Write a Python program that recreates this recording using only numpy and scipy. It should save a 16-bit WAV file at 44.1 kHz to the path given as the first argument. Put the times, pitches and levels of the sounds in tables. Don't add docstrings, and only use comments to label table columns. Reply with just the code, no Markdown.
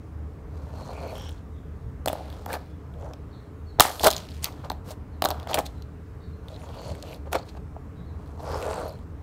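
import sys
import numpy as np
from scipy import signal
from scipy.io import wavfile
from scipy.ndimage import uniform_filter1d

SR = 44100
rng = np.random.default_rng(int(sys.argv[2]) if len(sys.argv) > 2 else 0)


def linear_from_db(decibels):
    return 10 ** (np.asarray(decibels, float) / 20)


def master_out(mix):
    frames = np.transpose(np.atleast_2d(mix))
    ceiling = np.clip(frames, -1, 1)
    pcm = np.round(ceiling * 32767).astype(np.int16)
    wavfile.write(sys.argv[1], SR, pcm)


N = 406602

# (frequency [Hz], density [dB per Hz])
ROOM_SPECTRUM = [(12, -62.5), (20, -25.5), (38, -34.5), (59, -1), (76, -6), (161, -10), (213, -17.5),
                 (305, -15.5), (351, -29.5), (414, -26.5), (647, -28), (764, -31), (1130, -31),
                 (3340, -51.5), (15400, -61.5)]
# (frequency [Hz], width [Hz], level [dB])
STANDING_WAVES = [(76.6, 11, -41.5), (94, 3.2, -55), (298.2, 64, -60.5), (429, 79, -55.5)]
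# (frequency [Hz], time to fall 60 dB [s])
ROOM_DECAY = [(250, 0.3), (1000, 0.4), (4000, 0.23), (14000, 0.2)]

# (frequency [Hz], width [Hz], level [dB])
BASE_MODES = [(580, 170, 2), (476, 88, -6.5), (910, 268, -3.5), (1425, 140, -19), (1871, 1900, -30)]
# (frequency [Hz], width [Hz], level [dB])
SHELL_MODES = [(2450, 970, -2), (3300, 240, -10), (4250, 754, -2), (5900, 3000, -3)]
# (frequency [Hz], width [Hz], level [dB])
GRIT_MODES = [(7300, 5900, -2), (9175, 1100, -10), (11600, 1300, -7.5), (14150, 1300, -17)]

# (time [s], pressure [dB], speed as brightness [dB])
DRAG_PATHS = [
    [(.45, -67, -1), (.55, -52, 1), (.72, -49.5, 0), (.78, -44, 1.5), (1.13, -39, -1), (1.18, -45, 6.5),
     (1.3, -52.5, 10), (1.42, -67, 14)],
    [(2.85, -72, -3), (3.04, -41.5, -6.5), (3.1, -45.5, -16), (3.16, -56, -14)],
    [(6.42, -59, -8.5), (6.5, -47.5, 0.5), (6.7, -47.5, 5), (6.91, -38.5, -0.5), (6.98, -50, 6),
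     (7.04, -46.5, 6.5), (7.14, -42, 3.5), (7.22, -65, 4)],
    [(8.18, -57.5, 5), (8.37, -53, -2), (8.41, -42.5, -2.5), (8.47, -36.5, -1), (8.55, -32, -2.5),
     (8.7, -31, -2), (8.84, -34.5, -3.5), (8.93, -42, -4), (9.05, -62, 3)],
]
# (start [s], end [s], frequency [Hz], width [Hz], level [dB])
RUBBED_PARTS = [(0.734, 0.966, 4250, 500, -61), (.84, .89, 6300, 1800, -61), (.9, 1.16, 2400, 450, -54),
                (.97, 1.15, 4350, 600, -57), (1.02, 1.1, 6200, 900, -66), (0.927, 1.09, 9300, 1200, -74),
                (1.143, 1.323, 3200, 500, -52), (1.13, 1.33, 5550, 500, -57),
                (1.088, 1.2, 12000, 2000, -66), (1.1, 1.21, 9350, 1200, -67),
                (1.16, 1.337, 1640, 500, -59.5), (2.485, 2.578, 1630, 497, -42),
                (2.49, 2.573, 2250, 600, -49), (4.446, 4.493, 1200, 700, -45.5),
                (4.472, 4.493, 2150, 700, -45.5), (4.88, 4.946, 3850, 700, -63),
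                (8.436, 8.633, 5026, 1300, -52), (8.52, 8.6, 6350, 1000, -60),
                (8.66, 8.85, 8300, 2000, -59), (8.683, 8.805, 4470, 1200, -52),
                (8.77, 8.984, 4250, 498, -60.5), (8.565, 8.62, 11500, 2500, -60),
                (8.399, 8.9, 1250, 700, -44), (2.14, 2.24, 650, 350, -43), (3.82, 3.9, 1900, 900, -33),
                (2.994, 3.12, 596, 347, -48), (5.49, 5.552, 840, 250, -37),
                (5.651, 5.678, 4100, 600, -45.5), (6.5, 6.58, 4000, 1000, -59),
                (6.603, 6.667, 6800, 1000, -65), (6.58, 6.66, 9600, 1000, -67),
                (6.675, 6.95, 2970, 900, -60.5), (6.74, 6.96, 4400, 500, -54),
                (6.765, 6.95, 6560, 2000, -60), (7.04, 7.166, 12200, 1800, -65),
                (7.04, 7.15, 2820, 1300, -55), (7.375, 7.398, 4370, 900, -49),
                (7.372, 7.406, 6500, 1500, -57), (7.415, 7.437, 4430, 700, -55),
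                (7.475, 7.51, 4200, 900, -57)]
# (time [s], peak [dB], cavity pitch [Hz], upper body relative level [dB])
BASE_KNOCKS = [(2.06, -13, 540, -13), (2.075, -9.5, 520, -17), (2.082, -15.5, 680, -8.5),
               (2.1, -15, 567, -17), (2.131, -12.5, 537, -16.5), (2.463, -21, 714, -10),
               (2.539, -18.5, 560, -5.5), (3.798, 3.5, 642, -8.5), (3.8065, -6, 950, 4),
               (3.808, 4, 796, -7), (3.852, -5, 720, -9.5), (3.868, -13, 560, -14),
               (3.903, -15.5, 580, -10), (4.007, -16, 593, -16), (4.037, -5, 680, -18.5),
               (4.055, -8.5, 770, -9), (4.0705, -1.5, 610, -7), (4.649, -30, 544, -18),
               (4.703, -14.5, 770, -13.5), (5.222, -8.5, 640, -6), (5.2565, -13.5, 667, -0.5),
               (5.305, -15.5, 720, -11.5), (5.544, -15, 684, -7), (5.584, -12.5, 578, -9.5),
               (7.037, -31, 524, -11.5), (7.332, -15, 580, -6), (7.354, -17, 680, -2.5),
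               (7.551, -32.5, 615, -10)]
# (time [s], peak [dB])
BASE_ROCKS = [(2.154, -22.5), (4.717, -20), (5.241, -11.5), (5.251, -7), (5.264, -14), (5.2875, -15.5),
              (5.293, -23), (5.321, -20), (4.084, -21), (4.064, -22), (2.566, -27), (3.09, -38),
              (3.112, -34), (3.136, -35), (5.573, -19), (5.59, -11), (7.351, -15), (5.311, -16),
              (5.318, -20.5), (5.471, -21), (5.501, -32), (5.562, -29), (.892, -25), (1.053, -31),
              (1.128, -27.5), (4.048, -11), (4.075, -3), (6.701, -30), (6.885, -33), (7.765, -25.5),
              (8.403, -25), (8.612, -30)]
# (time [s], peak [dB], pitch [Hz])
BOARD_THUMP = (3.797, -14.5, 85)
# (time [s], peak [dB], shell ring [Hz], treble relative level [dB])
SHELL_CRACKS = [(2.0591, -18.5, 4200, 2), (2.076, -17, 3260, -3.5), (2.0827, -13, 3400, -0.5),
                (2.0916, -27, 2160, -2), (2.1295, -27, 3660, 5.5), (2.4604, -36, 3300, 9.5),
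                (2.5298, -21.5, 2300, 2), (3.7977, 5.5, 3910, -7), (3.8049, 8.5, 3130, 2),
                (3.8071, 3, 5100, 0), (3.8194, -6, 3300, -15), (3.9956, -13.5, 3540, -8),
                (4.033, -11, 3860, -1), (4.0432, -7, 4040, -1), (4.0496, -9.5, 3790, -3),
                (4.0689, -6.5, 2160, 3.5), (4.0824, -7, 3650, -15), (4.1043, -11.5, 4010, -4),
                (4.1116, -9, 4400, -5), (4.443, -11, 4290, 0.5), (5.2215, -8, 3910, -8),
                (5.241, -14, 3650, -6), (5.2496, -25.5, 4300, 13.5), (5.2559, -8.5, 4140, -11),
                (5.2875, -26, 3350, 7), (5.3043, -16, 4200, -3), (5.543, -7.5, 3100, -2),
                (5.5882, -18.5, 2240, 1), (7.3296, -15.5, 2570, -2), (7.3542, -26, 2300, 1)]
# (time [s], peak [dB], shell ring [Hz])
COIL_TOUCHES = [(1.155, -33, 3140), (1.292, -30, 3250), (1.3165, -40, 3340), (2.3015, -33, 3480),
                (2.327, -34.5, 3300), (2.939, -47, 3300), (3.1354, -36, 3250), (4.128, -15, 4000),
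                (4.134, -14.5, 4110), (4.147, -23, 3900), (4.1652, -14.5, 4260), (4.18, -21, 4250),
                (4.308, -35, 3960), (4.347, -38, 4020), (4.4277, -28, 4350), (4.646, -39, 3420),
                (4.7, -18, 4060), (4.717, -28, 3430), (5.312, -19, 3900), (5.399, -30.5, 3330),
                (5.4294, -32.5, 3520), (5.473, -25, 2050), (5.8222, -34, 4330), (6.4839, -30.5, 3650),
                (6.8823, -46, 5170), (6.951, -33, 2230), (7.026, -26, 3820), (8.404, -39.5, 3880),
                (8.6263, -26, 2660), (8.882, -41, 4370)]
# (time [s], peak [dB])
COIL_SNAPS = [(0.903, -51), (.9324, -41), (1.197, -41), (1.248, -43), (6.746, -41), (6.8174, -41),
              (6.853, -44), (8.2607, -50.5), (8.276, -49), (8.518, -33), (8.644, -38), (8.655, -35),
              (8.667, -44), (8.989, -48)]
# (time [s], peak [dB], ring [Hz])
EDGE_FLICKS = [(1.017, -52, 11500), (1.077, -46, 12500), (1.0944, -50, 12100), (1.106, -45, 10500),
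               (1.18, -40, 11500), (1.219, -46, 11500), (1.24, -47, 7200), (1.2604, -50, 7500),
               (1.309, -43, 8900), (1.3264, -43, 6570), (3.012, -51, 6500), (3.023, -50, 6300),
               (3.045, -50, 6000), (3.057, -54, 5800), (3.089, -52, 6200), (3.098, -55, 6400),
               (3.111, -54, 6200), (3.135, -38, 5600), (4.424, -40, 8000), (4.43, -29, 8400),
               (4.436, -28, 8500), (4.443, -31, 8400), (4.481, -41, 12500), (4.524, -44.5, 6500),
               (4.657, -49, 12500), (4.717, -34, 13000), (4.725, -45, 12000), (5.607, -34, 7000),
               (6.624, -48.5, 11500), (6.882, -37, 10500), (6.917, -42, 8500), (6.956, -46, 8500),
               (7.026, -31, 6470), (7.14, -41, 11600), (7.147, -44, 9500), (7.162, -46, 11500),
               (8.431, -44.5, 11600), (8.447, -43, 9800), (8.4914, -44, 11500), (8.57, -44, 10500),
               (8.609, -43, 11500), (8.626, -33, 7500), (8.643, -38, 7800), (8.666, -31, 8000),
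               (8.6914, -37, 7800), (8.7046, -33, 7500), (8.7116, -35, 8000), (8.7204, -35, 8000),
               (8.7414, -32, 8000), (8.758, -34, 8040), (8.77, -40, 8000), (8.7794, -44, 7760),
               (8.7994, -39, 9580), (8.8144, -44, 7740), (8.8544, -44, 12500), (8.88, -39, 11500),
               (8.8854, -41, 11000), (8.8924, -44, 11500), (8.9246, -46.5, 12000)]
# (time [s], peak [dB], ring [Hz])
SHELL_TAPS = [(1.1164, -42, 2440), (1.172, -42, 3140), (1.2024, -48, 3150), (1.2554, -43, 3150),
              (1.3794, -50, 4100), (3.0244, -49, 3100), (4.288, -35, 3800), (4.3174, -37, 4050),
              (4.456, -22, 4420), (4.5236, -43, 4300), (4.939, -55, 2190), (5.5325, -20.5, 3160),
              (5.5736, -21, 2000), (5.5837, -22.5, 2220), (5.6064, -35, 3980), (6.507, -50, 3910),
              (6.543, -44, 4380), (6.563, -39.5, 4010), (6.594, -46, 3880), (6.618, -41, 2700),
              (6.689, -44, 3440), (6.786, -43, 2280), (6.9026, -40, 3170), (7.1302, -34.5, 2580),
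              (7.146, -36, 4230), (7.2593, -46.5, 2130), (7.3462, -24, 2210), (7.572, -47, 2270),
              (8.397, -48, 4110), (8.4562, -42, 3560), (8.544, -31, 5260), (8.7041, -41, 4120),
              (8.7321, -32, 3000), (8.8293, -41, 4220), (8.8944, -39, 4270), (8.9064, -44, 4240)]
# (time [s], peak [dB], ring [Hz])
COIL_CLINKS = [
    (4.1036, -18, 6470),
    (4.1114, -24, 6540),
    (4.1264, -33, 6390),
    (4.1334, -42, 5900),
    (4.1643, -23, 6530),
    (4.1804, -33, 6500),
]
# (time [s], level [dB], top pitch [Hz], end pitch [Hz], length [s])
BIRD_CHIRPS = [(1.522, -67, 3750, 3150, 0.048), (1.575, -73, 3700, 3200, 0.047),
               (2.676, -68.5, 3460, 3260, 0.04), (3.123, -73, 4350, 3500, 0.051),
               (3.304, -63, 4430, 3650, .045), (3.318, -64, 3840, 3200, 0.046),
               (3.332, -66, 4400, 3900, 0.05), (3.655, -61, 4400, 3620, 0.064),
               (5.115, -70, 4350, 3360, 0.04), (5.738, -65.5, 4170, 3400, 0.056),
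               (6.195, -69, 4470, 3890, 0.047), (6.195, -67, 3850, 3400, 0.039),
               (6.225, -64.5, 4500, 3950, 0.04), (6.225, -68.5, 3850, 3330, 0.058),
               (6.315, -68, 4120, 4280, 0.035), (7.949, -66.5, 3890, 3080, 0.069),
               (8.047, -68, 4280, 3420, 0.065)]
# (start [s], length [s], base level [dB], coil level [dB])
COIL_SHIVERS = [
    (2.086, 0.39, -41.5, -51.5),
    (2.57, 0.16, -60, -59.5),
    (4, 0.098, -39, -35),
    (4.093, 0.19, -54, -42.5),
    (4.276, 0.42, -63, -54.5),
    (4.461, 0.68, -51.5, -85),
    (5.24, 0.25, -36.5, -54),
    (5.591, 0.23, -59.5, -59),
    (7.444, 0.17, -80.5, -62),
]
# (peak time [s], build-up [s], dying [s], base level [dB], coil level [dB])
COIL_SLAMS = [(2.545, 0.073, 0.033, -31.5, -41), (3.79, 0.0069, 0.0056, -25, -65),
              (3.815, 0.01, 0.088, -24.5, -19), (3.902, 0.012, 0.22, -38, -38.5),
              (4.045, 0.014, 0.029, -15.5, -23.5), (4.073, 0.015, 0.021, -11.5, -19),
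              (4.915, 0.072, 0.029, -41.5, -47), (5.515, 0.029, 0.02, -39.5, -46),
              (5.545, 0.005, 0.026, -24, -29), (5.593, 0.024, 0.015, -22.5, -37.5),
              (5.665, 0.016, 0.013, -52.5, -42), (7.332, 0.019, 0.014, -30, -38.5)]
# (peak time [s], build-up [s], dying [s], base level [dB], shell level [dB])
SHELL_RATTLES = [
    (2.5, 0.014, 0.15, -46, -71),
    (4.2, 0.033, 0.064, -79, -49),
    (4.444, 0.023, 0.048, -41.5, -36),
    (4.65, 0.016, 0.027, -38, -50.5),
    (5.49, 0.012, 0.14, -35.5, -41.5),
    (7.27, 0.016, .025, -41, -62),
    (7.353, 0.013, 0.022, -19.5, -31.5),
    (7.39, 0.011, 0.059, -50.5, -50.5),
    (7.493, 0.017, 0.016, -57.5, -48),
    (7.574, 0.011, 0.0087, -39.5, -53),
]
# (frequency [Hz], width [Hz], depth [0-1])
PORT_DIPS = [(4820, 410, 0.11), (10530, 770, 0.5)]

ROOM_DB, ROOM_ECHO_DB = -37, -16
BIRD_DIRECT_DB, BIRD_YARD_DB, BIRD_FLUTTER, YARD_STRETCH = -8, -5, .65, 2.2
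DRAG_WANDER_DB, DRAG_SHELL_DB, DRAG_GRIT_DB, GRIT_PER_SPEED, LUMP_DB = 3., -16.5, -24, 0.5, 2.5
BOUNCE_S, BOUNCE_SWING, BOUNCE_SHARE = .00045, .3, .5
RING_GRAIN_DB, RING_GRAINS_PER_S = 3.5, 400
CAVITY_T60_S, CAVITY_SAG, SAG_S = .03, 0.42, 0.0017
PUSH_S, CAVITY_TAIL = 0.00091, 0.21
ROCK_HZ, ROCK_UPPER_DB = 597, -39
TICK_RISE_S, COIL_EDGE_DB, SNAP_HZ, SNAP_EDGE_DB = .0003, -10.5, 3700, -5
FLICK_WIDTH_HZ, TAP_WIDTH_HZ, CLINK_WIDTH_HZ, PING_T60_S = 3000, 1300, 750, 0.0075
SHIVER_FADE_DB, SHIVER_GRIT_DB = -12.5, -9.5
SLAM_START_DB, SLAM_END_DB = (-11.5, -19), (-9.5, -21.5)
SLAM_GRIT_DB, RATTLE_GRIT_DB = -0.5, -14.5


def evened(x):
    return x / np.sqrt(np.mean(x ** 2) + 1e-20)


def read(points, hz):
    f, value = np.transpose(points)
    return np.interp(np.log(hz + 1), np.log(f + 1), value)


def add(mix, s, sound):
    part = mix[round(s * SR):][:len(sound)]
    part += sound[:len(part)]


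def slow(rate):
    knots = rng.standard_normal(4000)
    return np.interp(np.arange(N) * rate / SR, np.arange(len(knots)), knots)


def fixed_mode(x, hz, width):
    r = np.exp(-np.pi * width / SR)
    poles = np.poly(2 * [r * np.exp(2j * np.pi * hz / SR)])
    return 2 * signal.lfilter([(1 - r) ** 2], poles, x).real


def resonate(x, hz, width):
    turn = np.exp(2j * np.pi * np.cumsum(hz * np.ones(len(x))) / SR)
    r = np.exp(-np.pi * width / SR)
    return 2 * (turn * signal.lfilter([1 - r], [1, -r], x / turn)).real


def ring(hz, t60, sag=0.):
    t = np.arange(1500) / SR
    wave = np.sin(2 * np.pi * np.cumsum(hz * (1 + sag * np.exp(-t / SAG_S))) / SR)
    wave = wave * linear_from_db(-60 * t / t60) * (1 - np.exp(-t * hz * 4.1))
    return wave / abs(wave).max()


def room_tone():
    frames, hz = N // 512 + 5, np.fft.rfftfreq(2048, 1 / SR)
    a, b, patches = rng.standard_normal((frames, 1025, 3)).T
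    patches = evened(uniform_filter1d(uniform_filter1d(patches, 16, 0), 8, 1))
    spectrum = (a + 1j * b) * linear_from_db(read(ROOM_SPECTRUM, hz)[:, None] + 1.3 * patches)
    rumble = signal.istft(spectrum, nperseg=2048, noverlap=1536)[1][:N]
    out = linear_from_db(ROOM_DB - 3.5) * evened(rumble)
    for hz, width, db in STANDING_WAVES:
        out = out + linear_from_db(db) * evened(fixed_mode(rng.standard_normal(N), hz, width))
    return out


def friction(per_s, spread_db, rub, wander_db, damping=1.8):
    slips = linear_from_db(spread_db * np.minimum(rng.exponential(1, N), 4)) * (rng.random(N) < per_s / SR)
    puffs = evened(signal.lfilter([1], [1, -.93], slips))
    layers = []
    for modes in (BASE_MODES, SHELL_MODES, GRIT_MODES):
        gains = np.array([linear_from_db(db + wander_db * slow(8.7)) for hz, width, db in modes])
        gains /= np.linalg.norm(gains, axis=0)
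        drives = (puffs + rub) * rng.standard_normal(gains.shape) * gains
        rung = [fixed_mode(x, hz, damping * width) / np.sqrt(width)
                for x, (hz, width, db) in zip(drives, modes)]
        layers.append(evened(sum(rung)))
    return layers


def off_boards(x):
    late = BOUNCE_S * SR * np.exp(BOUNCE_SWING * uniform_filter1d(slow(5.6), size=4000))
    return x + BOUNCE_SHARE * np.interp(np.arange(N) - late, np.arange(N), x)


def play(tables, layers, fade=0.012):
    out = np.zeros(N)
    for rows in tables:
        s, *levels = np.transpose(rows)
        t = np.arange(s[0], s[-1], 1 / SR)
        sound = sum(linear_from_db(np.interp(t, s, db)) * x[round(s[0] * SR):][:len(t)]
                    for db, x in zip(levels, layers))
        edges = np.minimum(1, np.minimum(t - s[0], s[-1] - t) / fade)
        add(out, s[0], sound * edges)
    return out


def drags():
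    return [[(s, db, db + DRAG_SHELL_DB + speed, db + DRAG_GRIT_DB + GRIT_PER_SPEED * speed)
             for s, db, speed in rows] for rows in DRAG_PATHS]


def rubbed_rings():
    out = np.zeros(N)
    drive = rng.standard_normal(N) * linear_from_db(RING_GRAIN_DB * slow(RING_GRAINS_PER_S))
    for s, end, hz, width, db in RUBBED_PARTS:
        part = drive[round(s * SR):round(end * SR)]
        swell = signal.windows.tukey(len(part), .5)
        add(out, s, linear_from_db(db) * evened(fixed_mode(part, hz, width)) * swell)
    return out


def cavity(hz):
    t = np.arange(2000) / SR
    u = t / PUSH_S
    shape = u * np.exp(1 - u) + CAVITY_TAIL * (1 - np.exp(-u)) * linear_from_db(-60 * t / CAVITY_T60_S)
    wave = shape * np.sin(2 * np.pi * np.cumsum(hz * (1 + CAVITY_SAG * np.exp(-t / SAG_S))) / SR)
    return wave / abs(wave).max()


def knocks():
    out = np.zeros(N)
    rows = BASE_KNOCKS + [(*row, ROCK_HZ, ROCK_UPPER_DB) for row in BASE_ROCKS]
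    for (s, db, hz, upper_db), (u, v) in zip(rows, rng.random((len(rows), 2))):
        upper = ring(950 + 250 * u, .012, sag=.3) + .35 * ring(1350 + 300 * v, .01)
        boards = 0.03 * ring(300, 0.05) + .2 * ring(390, .015)
        add(out, s, linear_from_db(db - 2.7) * cavity(hz))
        add(out, s, linear_from_db(db) * (linear_from_db(upper_db) * upper + boards))
    s, db, hz = BOARD_THUMP
    add(out, s, linear_from_db(db) * ring(hz, 0.037))
    return out


def ticks():
    out, t = np.zeros(N), np.arange(1500) / SR
    rows = SHELL_CRACKS + [(*row, COIL_EDGE_DB) for row in COIL_TOUCHES]
    rows = rows + [(s, db, SNAP_HZ, SNAP_EDGE_DB) for s, db in COIL_SNAPS]
    noise = rng.standard_normal((len(rows), 2, 1500))
    high = signal.butter(N=2, Wn=[6000, 16000], btype="band", fs=SR)
    burst = (1 - np.exp(-t / TICK_RISE_S)) * (linear_from_db(-60 * t / 0.0043) + 0.085 * linear_from_db(-60 * t / 0.028))
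    for (s, db, hz, top_db), (a, b) in zip(rows, noise):
        edge = signal.lfilter(*high, a * burst)
        shell = fixed_mode(b * burst, hz, 1900)
        shell = shell / abs(shell).max() + 0.39 * ring(hz, 0.016)
        add(out, s, linear_from_db(db - 4.5) * shell + linear_from_db(db + top_db) * edge / abs(edge).max())
    return out


def pings():
    out, t = np.zeros(N), np.arange(900) / SR
    kinds = ((EDGE_FLICKS, FLICK_WIDTH_HZ), (SHELL_TAPS, TAP_WIDTH_HZ), (COIL_CLINKS, CLINK_WIDTH_HZ))
    for table, width in kinds:
        for (s, db, hz), noise in zip(table, rng.standard_normal((len(table), 900))):
            ping = fixed_mode(noise * linear_from_db(-60 * t / PING_T60_S), hz, width)
            add(out, s, linear_from_db(db) * ping / abs(ping).max())
    return out


def birds():
    out = np.zeros(N)
    for s, db, top_hz, end_hz, length in BIRD_CHIRPS:
        u = np.arange(0, 1, 1 / (length * SR))
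        hz = np.interp(u, [0, .15, .42, 1], [0.9 * top_hz, top_hz, top_hz, end_hz])
        call = linear_from_db(db) * np.sin(2 * np.pi * np.cumsum(hz) / SR) * signal.windows.tukey(len(u), .7)
        for late, echo_db in ((0, 6), (.03, -7), (.055, -9.5)):
            add(out, s + late, linear_from_db(echo_db) * call)
    return out * (1 + BIRD_FLUTTER * slow(250))


def shivers():
    return [[(s + u * length, *(np.array([base, coils, coils + SHIVER_GRIT_DB]) + u * SHIVER_FADE_DB))
             for u in (0, 1)] for s, length, base, coils in COIL_SHIVERS]


def slams(table, grit_db):
    tables = []
    for s, rise, fall, base, coils in table:
        stages = ((s - rise, SLAM_START_DB), (s, (0, 0)), (s + fall, SLAM_END_DB))
        tables.append([(t, base + low, coils + high, coils + high + grit_db) for t, (low, high) in stages])
    return tables


def reverb(x, stretch=0.99):
    taps = np.zeros(SR)
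    at = np.arange(100, SR - 20, 20)
    taps[at + rng.integers(0, 20, len(at))] = rng.choice([-1., 1.], len(at))
    hz, t, z = signal.stft(taps, SR, nperseg=256)
    decay = linear_from_db(-60 * t / (stretch * read(ROOM_DECAY, hz))[:, None])
    tail = signal.istft(z * decay, SR, nperseg=256)[1]
    return signal.fftconvolve(x, tail / np.linalg.norm(tail))[:N]


def scene():
    base, shell, grit = friction(per_s=900, spread_db=2., rub=0.7, wander_db=DRAG_WANDER_DB)
    rub = [evened(base * linear_from_db(LUMP_DB * slow(110))), shell, evened(off_boards(grit))]
    coils = friction(per_s=1100, spread_db=3.5, rub=1.0, wander_db=4.5, damping=2.9)
    no_bass = signal.butter(N=2, Wn=330, btype="high", fs=SR, output="sos")
    coils[0] = signal.sosfilt(no_bass, coils[0])
    toy = play(drags(), rub) + rubbed_rings() + knocks() + ticks() + pings()
    toy += play(shivers(), coils)
    toy += play(slams(SHELL_RATTLES, RATTLE_GRIT_DB), coils[:1] + rub[1:], fade=0.0032)
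    toy += play(slams(COIL_SLAMS, SLAM_GRIT_DB), coils, fade=.005)
    far = birds()
    near = toy + linear_from_db(ROOM_ECHO_DB) * reverb(toy)
    outside = linear_from_db(BIRD_DIRECT_DB) * far + linear_from_db(BIRD_YARD_DB) * reverb(far, stretch=YARD_STRETCH)
    return (near + outside + room_tone())[None]


def band_limit(x):
    return signal.sosfilt(signal.butter(12, 16680, fs=SR, output="sos"), x)


def record(dry):
    power_db = 10 * np.log10(abs(uniform_filter1d(dry ** 2, size=400)) + 1e-12)
    fall = np.arange(N) * 36.2 / SR
    held_db = np.maximum.accumulate(power_db + fall, axis=1) - fall
    over_db = np.maximum(held_db + 12.0, 0)
    ducked = dry / linear_from_db(0.71 * uniform_filter1d(over_db, size=600, origin=299))
    for hz, width, depth in PORT_DIPS:
        ducked = ducked - depth * resonate(ducked[0], hz, width)
    low_pass = signal.firwin(255, 15750, window=("kaiser", 4), fs=SR)
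    band = signal.oaconvolve(ducked, low_pass[None], "same")
    return band_limit(np.clip(band, -1, 1))


dry = scene()
out = record(dry)
master_out(out)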